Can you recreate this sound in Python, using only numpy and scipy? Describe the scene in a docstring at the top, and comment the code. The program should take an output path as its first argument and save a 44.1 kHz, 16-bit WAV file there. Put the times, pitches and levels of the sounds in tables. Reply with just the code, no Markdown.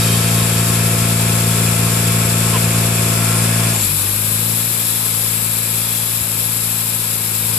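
"""A yard: a petrol firewood processor at full throttle, a few metres away.
Firings throb in the exhaust, valve gear clatters, gears, fan and hydraulic pump whine, oil hisses in
the valves. The steel frame rings out and the log carriage scrapes. The saw chain is switched in and
its arm swings down, squealing: the engine bogs, the governor catches it, and the chain's bright hiss
takes over until the teeth begin to bite."""
import sys
import numpy as np
from scipy.fft import rfft, irfft
from scipy.io import wavfile
from scipy.ndimage import uniform_filter1d

SR = 44100
rng = np.random.default_rng(int(sys.argv[2]) if len(sys.argv) > 2 else 0)


def log_audio(samples):
    """Write samples as a 16-bit WAV file to the path given in sys.argv[1]."""
    # one column per channel
    frames = np.atleast_2d(samples).T
    # limit to full scale, then quantise
    limited = np.clip(frames, -1, 1)
    pcm = np.round(limited * 32767).astype(np.int16)
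    wavfile.write(sys.argv[1], SR, pcm)


N = 334278
TIME_S = np.arange(N) / SR
FREQ_HZ = np.maximum(np.arange(N // 2 + 1) * SR / N, 1)

# engine speed, with sag and governor recovery (time [s], crank rate [Hz])
CRANK_SPEED = [(0.0, 56.8), (0.08, 56.81), (3.0, 56.65), (3.17, 56.17), (3.31, 56.19), (3.71, 56.64),
               (3.76, 55.77), (3.88, 48.05), (4.2, 53.18), (4.58, 56.93), (4.71, 57.14), (5.13, 55.47),
               (5.83, 56.5), (6.36, 55.73), (6.63, 56.06), (6.99, 56.03), (7.41, 55), (7.58, 55.4)]
# exhaust partials, relative (order [x crank rate], free [dB], bogged [dB], driving the chain [dB])
EXHAUST_ORDERS = [(0.5, -37, -36, -36.0), (1.0, -17.5, -5, -17), (1.5, -17, -30, -46), (2.0, 2.5, 5.5, 2),
                  (2.5, -57, -13, -17), (3.0, -2, -14, -5.5), (3.5, -23, -14, -33), (4.0, -8.5, -5.5, -8),
                  (4.5, -34, -19, -25), (5.0, -17.5, -15, -18.5), (6.0, -22.5, -7.5, -22),
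                  (6.5, -17, -34, -23.5), (7.0, -20.5, -21, -27), (7.5, -20, -24, -39),
                  (8.0, -36, -22, -23), (8.5, -17, -33, -21), (9.0, -20.5, -23, -23), (10.0, -24, -21, -21)]
# roar and hiss spectra, relative (frequency [Hz], left [dB], right [dB])
ROAR_FREE_SPECTRUM = [(35, -67.5, -68.8), (65, -62.7, -64.7), (115, -57.2, -58.3), (250, -57.7, -58.9),
                      (550, -58.0, -58.3), (660, -62.3, -62.7), (790, -57.1, -66.4), (970, -56.7, -60.1),
                      (1400, -57.7, -58.6), (1950, -60.4, -60.9), (2300, -57.8, -58.3),
                      (2530, -57.2, -57.4), (2750, -59.6, -59.1), (3000, -61.6, -59.2)]
ROAR_LOADED_SPECTRUM = [(35, -71.6, -72.8), (65, -66.1, -69.0), (115, -61.9, -65.0), (250, -64.2, -68.1),
                        (530, -63.9, -67.3), (630, -69.1, -69.5), (720, -68.6, -70.5), (800, -63.6, -73.1),
                        (970, -62.0, -66.1), (1400, -64.6, -67.3), (2000, -67.3, -67.2),
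                        (2500, -63.0, -63.3), (2750, -64.2, -63.9), (3000, -65.3, -62.8)]
OIL_SPECTRUM = [(3425, -67, -52.5), (3790, -61, -60), (4640, -80, -58), (5320, -67.5, -57),
                (5670, -62, -64.5), (6420, -64.5, -62), (7510, -49, -67), (8030, -53.5, -85),
                (9140, -55, -66), (10540, -51.5, -66.5), (11940, -55, -61), (13500, -59.5, -65),
                (14300, -69, -74)]
CHAIN_SPECTRUM = [(3320, -68, -57), (3980, -61, -59.5), (4570, -86, -60), (5230, -69.5, -58.5),
                  (6080, -68.5, -67), (7120, -56, -69.5), (7720, -51, -66), (8900, -56.5, -75),
                  (9550, -55.5, -63), (10360, -50, -76), (11000, -47.5, -59), (12340, -49.5, -63),
                  (13100, -57, -63.5), (14300, -59.5, -62.5)]
# left-right likeness of roar and hiss (frequency [Hz], correlation [0-1])
STEREO_CORRELATION = [(120, 0.43), (500, 0.64), (780, 0.29), (1100, 0.13), (1500, 0.05), (2000, 0),
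                      (2400, 0.73), (2900, 0), (4000, 0)]
# gear tones, relative (order [x crank rate], free [dB], loaded [dB], left minus right [dB])
GEAR_ORDERS = [(19.06, -13.5, -29, -1), (21.56, -25, -37, 0), (29.78, -14.5, -15, -2),
               (62.3, -16.5, -37, -2), (87.1, -23, -36, -6), (97, -17, -36, -12)]
# frame and oil-flow resonances (frequency [Hz], width [Hz], level [dB], left minus right [dB])
FRAME_MODES = [(2525, 22, -35, 0), (3140, 19, -37, -7), (3780, 21, -34, -6), (4650, 21, -37.5, -11),
               (4800, 2500, -29.5, -5)]
WHISTLE_MODES = [(2420, 150, -42, 1), (5050, 130, -42, -12), (8760, 80, -37, 8), (9340, 60, -43, 12),
                 (10450, 300, -33, 12)]
SPURT_MODES = [(4200, 2000, -33.5, -3), (7400, 400, -30, 17)]
# frame resonances under the carriage (frequency [Hz], width [Hz], level [dB])
CARRIAGE_MODES = [(440, 36, -29.5), (990, 110, -28), (1450, 550, -30), (2700, 680, -27)]
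# uneven firings (centre time [s], length [s], frequency [Hz], level [dB])
UNEVEN_FIRINGS = [(3.835, 0.063, 212, -27), (3.937, 0.15, 146.4, -23), (6.224, 0.046, 82, -25)]
# saw arm squeals (start [s], end [s], pitch [Hz], level [dB])
SQUEALS = [(4.449, 4.852, 1710, -47), (4.867, 5.396, 1675, -43), (5.68, 6.201, 1687, -42)]
# squeal partials and rasp (multiple [x pitch], width [Hz], relative level [dB])
SQUEAL_MODES = [(2, 130, 2.5), (3, 100, -6), (3.6, 2500, 2)]

# layer gains (free [dB], change under load [dB], drift with chain on [dB/s], change at bite [dB])
EXHAUST_LEVEL = (-16.8, -9.5, -0.75, 3)
ENGINE_LEVEL = (-25.5, -5, -0.62, 2)
FAN_LEVEL = (-33.5, -13.5, -0.5, -7)
PUMP_LEVEL = (-35.5, -10, -1, -7)
HISS_LEVEL = (-22.5, 2.5, -0.49, 1)

LEVER_S, PUSH_S, PUSH_RISE_S, PUSH_LOAD = 2.54, 3.08, 0.12, 0.48  # swing valve opens, pump pushes arm
PUSH_EXHAUST_DB, PUSH_ENGINE_DB, PUSH_FAN_DB = -0.3, 0.55, -0.5
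SAW_ON_S, SAW_RISE_S = 3.734, 0.13
BITE_S, BITE_RISE_S = 7.16, 0.4
GOVERNED_HZ, FULL_SAG_HZ = 55.6, 6.7
THROTTLE_DB_PER_HZ_PER_S, GOVERNOR_S, COAST_HZ_PER_S = 0.34, 0.11, 6


def undb(db):
    """Decibels to gain."""
    return 10 ** (np.asarray(db) / 20)


def pan(db):
    """Stereo gains for a left-minus-right level."""
    return undb(np.array([[db], [-db]]) / 2)


def ramp(start_s, length_s):
    """Linear rise, 0 to 1."""
    return np.clip((TIME_S - start_s) / length_s, 0, 1)


def swell(start_s, end_s):
    """Rounded rise and fall."""
    return np.sqrt(np.abs(np.sin(np.pi * ramp(start_s, end_s - start_s))))


def layer_gain(level, load):
    """Gain as the chain starts, runs and bites."""
    free_db, load_db, drift_db_per_s, bite_db = level
    running_s = np.maximum(TIME_S - SAW_ON_S, 0)
    bite = ramp(BITE_S, BITE_RISE_S)
    return undb(free_db + load_db * load + drift_db_per_s * running_s + bite_db * bite)


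def wander(rate_hz):
    """Low-passed noise, rms 1."""
    x = irfft(rfft(rng.standard_normal(N)) * np.exp(-(FREQ_HZ / rate_hz) ** 2), N)
    return x / x.std()


def ring(hz, width_hz):
    """Resonance driven by friction or flow noise, rms 1."""
    x = irfft(rfft(rng.standard_normal(N)) / (1 + 1j * (FREQ_HZ - hz) / width_hz) ** 2, N)
    return x / x.std()


def resonances(modes):
    """Sum of panned resonances."""
    return sum(pan(pan_db) * undb(db) * ring(hz, width_hz) for hz, width_hz, db, pan_db in modes)


def over_freq(hz, values):
    """Interpolation on log frequency."""
    return np.interp(np.log(FREQ_HZ), np.log(hz), values)


def stereo_spectra(three_noises):
    """Left and right spectra from one shared and two separate noises."""
    shared, *own = rfft(three_noises)
    correlation = np.clip(over_freq(*np.transpose(STEREO_CORRELATION)), 0, 1)
    return np.sqrt(correlation) * shared + np.sqrt(1 - correlation) * np.array(own)


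def colour(spectra, table, band_hz):
    """Stereo noise shaped by a table, steep skirts; mid signal has rms 1 in the band."""
    hz, *sides_db = np.transpose(table)
    skirts = 1 / np.sqrt((1 + (hz[0] / FREQ_HZ) ** 20) * (1 + (FREQ_HZ / (0.99 * hz[-1])) ** 20))
    shaped = spectra * skirts * undb([over_freq(hz, db) for db in sides_db])
    in_band = (FREQ_HZ > band_hz[0]) & (FREQ_HZ < band_hz[1])
    return irfft(shaped, N) / irfft(shaped.mean(0) * in_band, N).std()


def exhaust(turns, load, bog, smear_rad=0.298):
    """One puff a turn, alternate ones unlike; the pipe smears upper partials in time."""
    wave = 0
    for order, free_db, bogged_db, loaded_db in EXHAUST_ORDERS:
        db = (1 - bog) * (free_db + (loaded_db - free_db) * load) + bog * bogged_db
        wave = wave + undb(db) * np.sin(2 * np.pi * order * turns + smear_rad * (order - 3) ** 2)
    wave = wave / np.sqrt(uniform_filter1d(wave ** 2, size=6000))
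    return wave * undb((-0.88 + 0.85 * load) * wander(29))  # no two firings burn alike


def throttle_db(crank_hz, bog):
    """Governor throttle: exhaust level follows crank acceleration, less so when bogged."""
    accel_hz_per_s = np.maximum(np.gradient(crank_hz) * SR, -COAST_HZ_PER_S)
    smoothed = uniform_filter1d(accel_hz_per_s, int(GOVERNOR_S * SR))
    return THROTTLE_DB_PER_HZ_PER_S * smoothed * (1 - bog) ** 2


def roar(turns, load, crossover_hz=700, band_hz=(400, 2800)):
    """Valve gear clatter, partly repeating every two turns, over fan noise and a gas gush per firing."""
    points = 1556
    cycles = rng.standard_normal((3, points))
    clatter = np.array([np.interp(turns / 2 * points, np.arange(points), c, period=points)
                        for c in cycles])
    repeat_share = 0.29 * (1 - 0.61 * load)
    metal = np.sqrt(repeat_share) * clatter + np.sqrt(1 - repeat_share) * rng.standard_normal((3, N))
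    gas = rng.standard_normal((3, N)) * (1 + 0.34 * np.cos(2 * np.pi * turns))
    low_share = 1 / (1 + (FREQ_HZ / crossover_hz) ** 6)
    noises = irfft(np.sqrt(low_share) * rfft(gas) + np.sqrt(1 - low_share) * rfft(metal), N)
    spectra = stereo_spectra(noises)
    free = colour(spectra, ROAR_FREE_SPECTRUM, band_hz)
    loaded = colour(spectra, ROAR_LOADED_SPECTRUM, band_hz)
    return (1 - load) * free + load * loaded


def gear_whine(turns, load):
    """Gear teeth sing at crank orders, wavering in moving air."""
    out = 0
    for order, free_db, loaded_db, pan_db in GEAR_ORDERS:
        phase = 2 * np.pi * order * turns + (0.14 + 1.3 * load) * wander(7.7)
        db = free_db + (loaded_db - free_db) * load + 0.87 * wander(4.6)
        out = out + pan(pan_db) * undb(db) * np.sin(phase)
    return out


def guard_rattle(turns, load, hz=2480, width_hz=190, uneven_db=3.0):
    """A loose steel guard, shaken by the engine, chatters in uneven bursts."""
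    shake = (1 + 0.12 * np.cos(2 * np.pi * turns)) * undb(uneven_db * wander(21))
    return undb(-13 - load) * ring(hz, width_hz) * shake / np.sqrt(np.mean(shake ** 2))


def fan(turns, load, push, blades=12):
    """Tone of blades passing their housing."""
    gain = layer_gain(FAN_LEVEL, load) * undb(PUSH_FAN_DB * push + 0.69 * wander(3.2))
    return gain * np.sin(2 * np.pi * blades * turns + (0.3 + 0.78 * push) * wander(24))


def pump(turns, load, tooth_order=23.37, relief_db=-5):
    """Pump teeth sing: softer once oil flows to the swing cylinder, less steady under load."""
    relief = ramp(LEVER_S, 0.1) * (1 - load)
    gain = layer_gain(PUMP_LEVEL, load) * undb(relief_db * relief + 0.98 * wander(6.1))
    return gain * np.sin(2 * np.pi * tooth_order * turns + (0.26 + 0.97 * load) * wander(10.5))


def hiss(turns, load, band_hz=(7000, 14000)):
    """Oil jets through valves, rippling with the engine; the brighter chain takes over under load."""
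    ripple = 1 + 0.025 * np.cos(np.pi * turns) + 0.034 * np.cos(4 * np.pi * turns)
    noises = rng.standard_normal((3, N)) * ripple
    flicker_db = 0.52 * wander(29) + 0.5 * wander(500)
    spectra = stereo_spectra(noises * undb(flicker_db))
    oil = colour(spectra, OIL_SPECTRUM, band_hz)
    chain = colour(spectra, CHAIN_SPECTRUM, band_hz)
    return layer_gain(HISS_LEVEL, load) * ((1 - load) * oil + load * chain)


def frame_ring(t60_s=3.6):
    """The steel frame still rings from the last stroke."""
    return undb(-60 * TIME_S / t60_s) * resonances(FRAME_MODES)


def carriage_scrape(centre_s=2.555, length_s=0.078):
    """The log carriage rubs on steel; the frame rings."""
    rub = swell(centre_s - length_s / 2, centre_s + length_s / 2) ** 2
    return pan(-2.2) * rub * sum(undb(db) * ring(hz, width_hz) for hz, width_hz, db in CARRIAGE_MODES)


def valve_whistle():
    """Oil whistles in the swing valve until the saw takes the flow."""
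    return swell(PUSH_S, SAW_ON_S + SAW_RISE_S / 2) * resonances(WHISTLE_MODES)


def pump_strain(start_s=3.12, end_s=3.45, hz=1358, db=-30.5):
    """Brief tone of the pump straining against the arm."""
    return undb(db) * swell(start_s, end_s) * np.sin(2 * np.pi * hz * TIME_S + 0.68 * wander(25))


def oil_spurt(length_s=0.15):
    """Oil spurts into the saw motor as its valve opens."""
    return swell(SAW_ON_S, SAW_ON_S + length_s) * resonances(SPURT_MODES)


def stumbles():
    """Uneven firings boom in the muffler."""
    out = 0
    for centre_s, length_s, hz, db in UNEVEN_FIRINGS:
        envelope = swell(centre_s - length_s / 2, centre_s + length_s / 2) ** 4
        out = out + undb(db) * envelope * np.sin(2 * np.pi * hz * TIME_S)
    return out


def arm_squeal():
    """The saw arm squeals and rasps faintly on its way down."""
    return pan(-7) * sum(undb(db + partial_db) * swell(start_s, end_s) * ring(multiple * hz, width_hz)
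                         for start_s, end_s, hz, db in SQUEALS
                         for multiple, width_hz, partial_db in SQUEAL_MODES)


def scene():
    """The crank paces the running layers; the arm loads it lightly, then the saw fully."""
    crank_hz = np.interp(TIME_S, *np.transpose(CRANK_SPEED))
    turns = np.cumsum(crank_hz) / SR
    load = ramp(SAW_ON_S, SAW_RISE_S)
    push = ramp(PUSH_S, PUSH_RISE_S) * (1 - load)
    bog = np.clip((GOVERNED_HZ - crank_hz) / FULL_SAG_HZ, 0, 1)
    effort_db = throttle_db(crank_hz, bog) + PUSH_EXHAUST_DB * push
    puffs = exhaust(turns + 0.0033 * wander(45), load + PUSH_LOAD * push, bog)
    pipe = pan(0.8) * (layer_gain(EXHAUST_LEVEL, load) * undb(effort_db) * puffs + stumbles())
    clatter = undb(-2) * roar(turns, load) + gear_whine(turns, load) + guard_rattle(turns, load)
    engine = layer_gain(ENGINE_LEVEL, load) * undb(PUSH_ENGINE_DB * push) * clatter
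    tones = pan(1.1) * (fan(turns, load, push) + pump(turns, load))
    hydraulics = hiss(turns, load) + valve_whistle() + pump_strain() + oil_spurt()
    return pipe + engine + tones + hydraulics + frame_ring() + arm_squeal() + carriage_scrape()


def record(dry, ceiling=0.92, cutoff_hz=14460):
    """Soft peak limit, then a steep low-pass."""
    rounded = dry / (1 + (dry / ceiling) ** 8) ** (1 / 8)
    return irfft(rfft(rounded) / np.sqrt(1 + np.minimum(FREQ_HZ / cutoff_hz, 1.2) ** 700), N)


dry = scene()
out = record(dry)
log_audio(out)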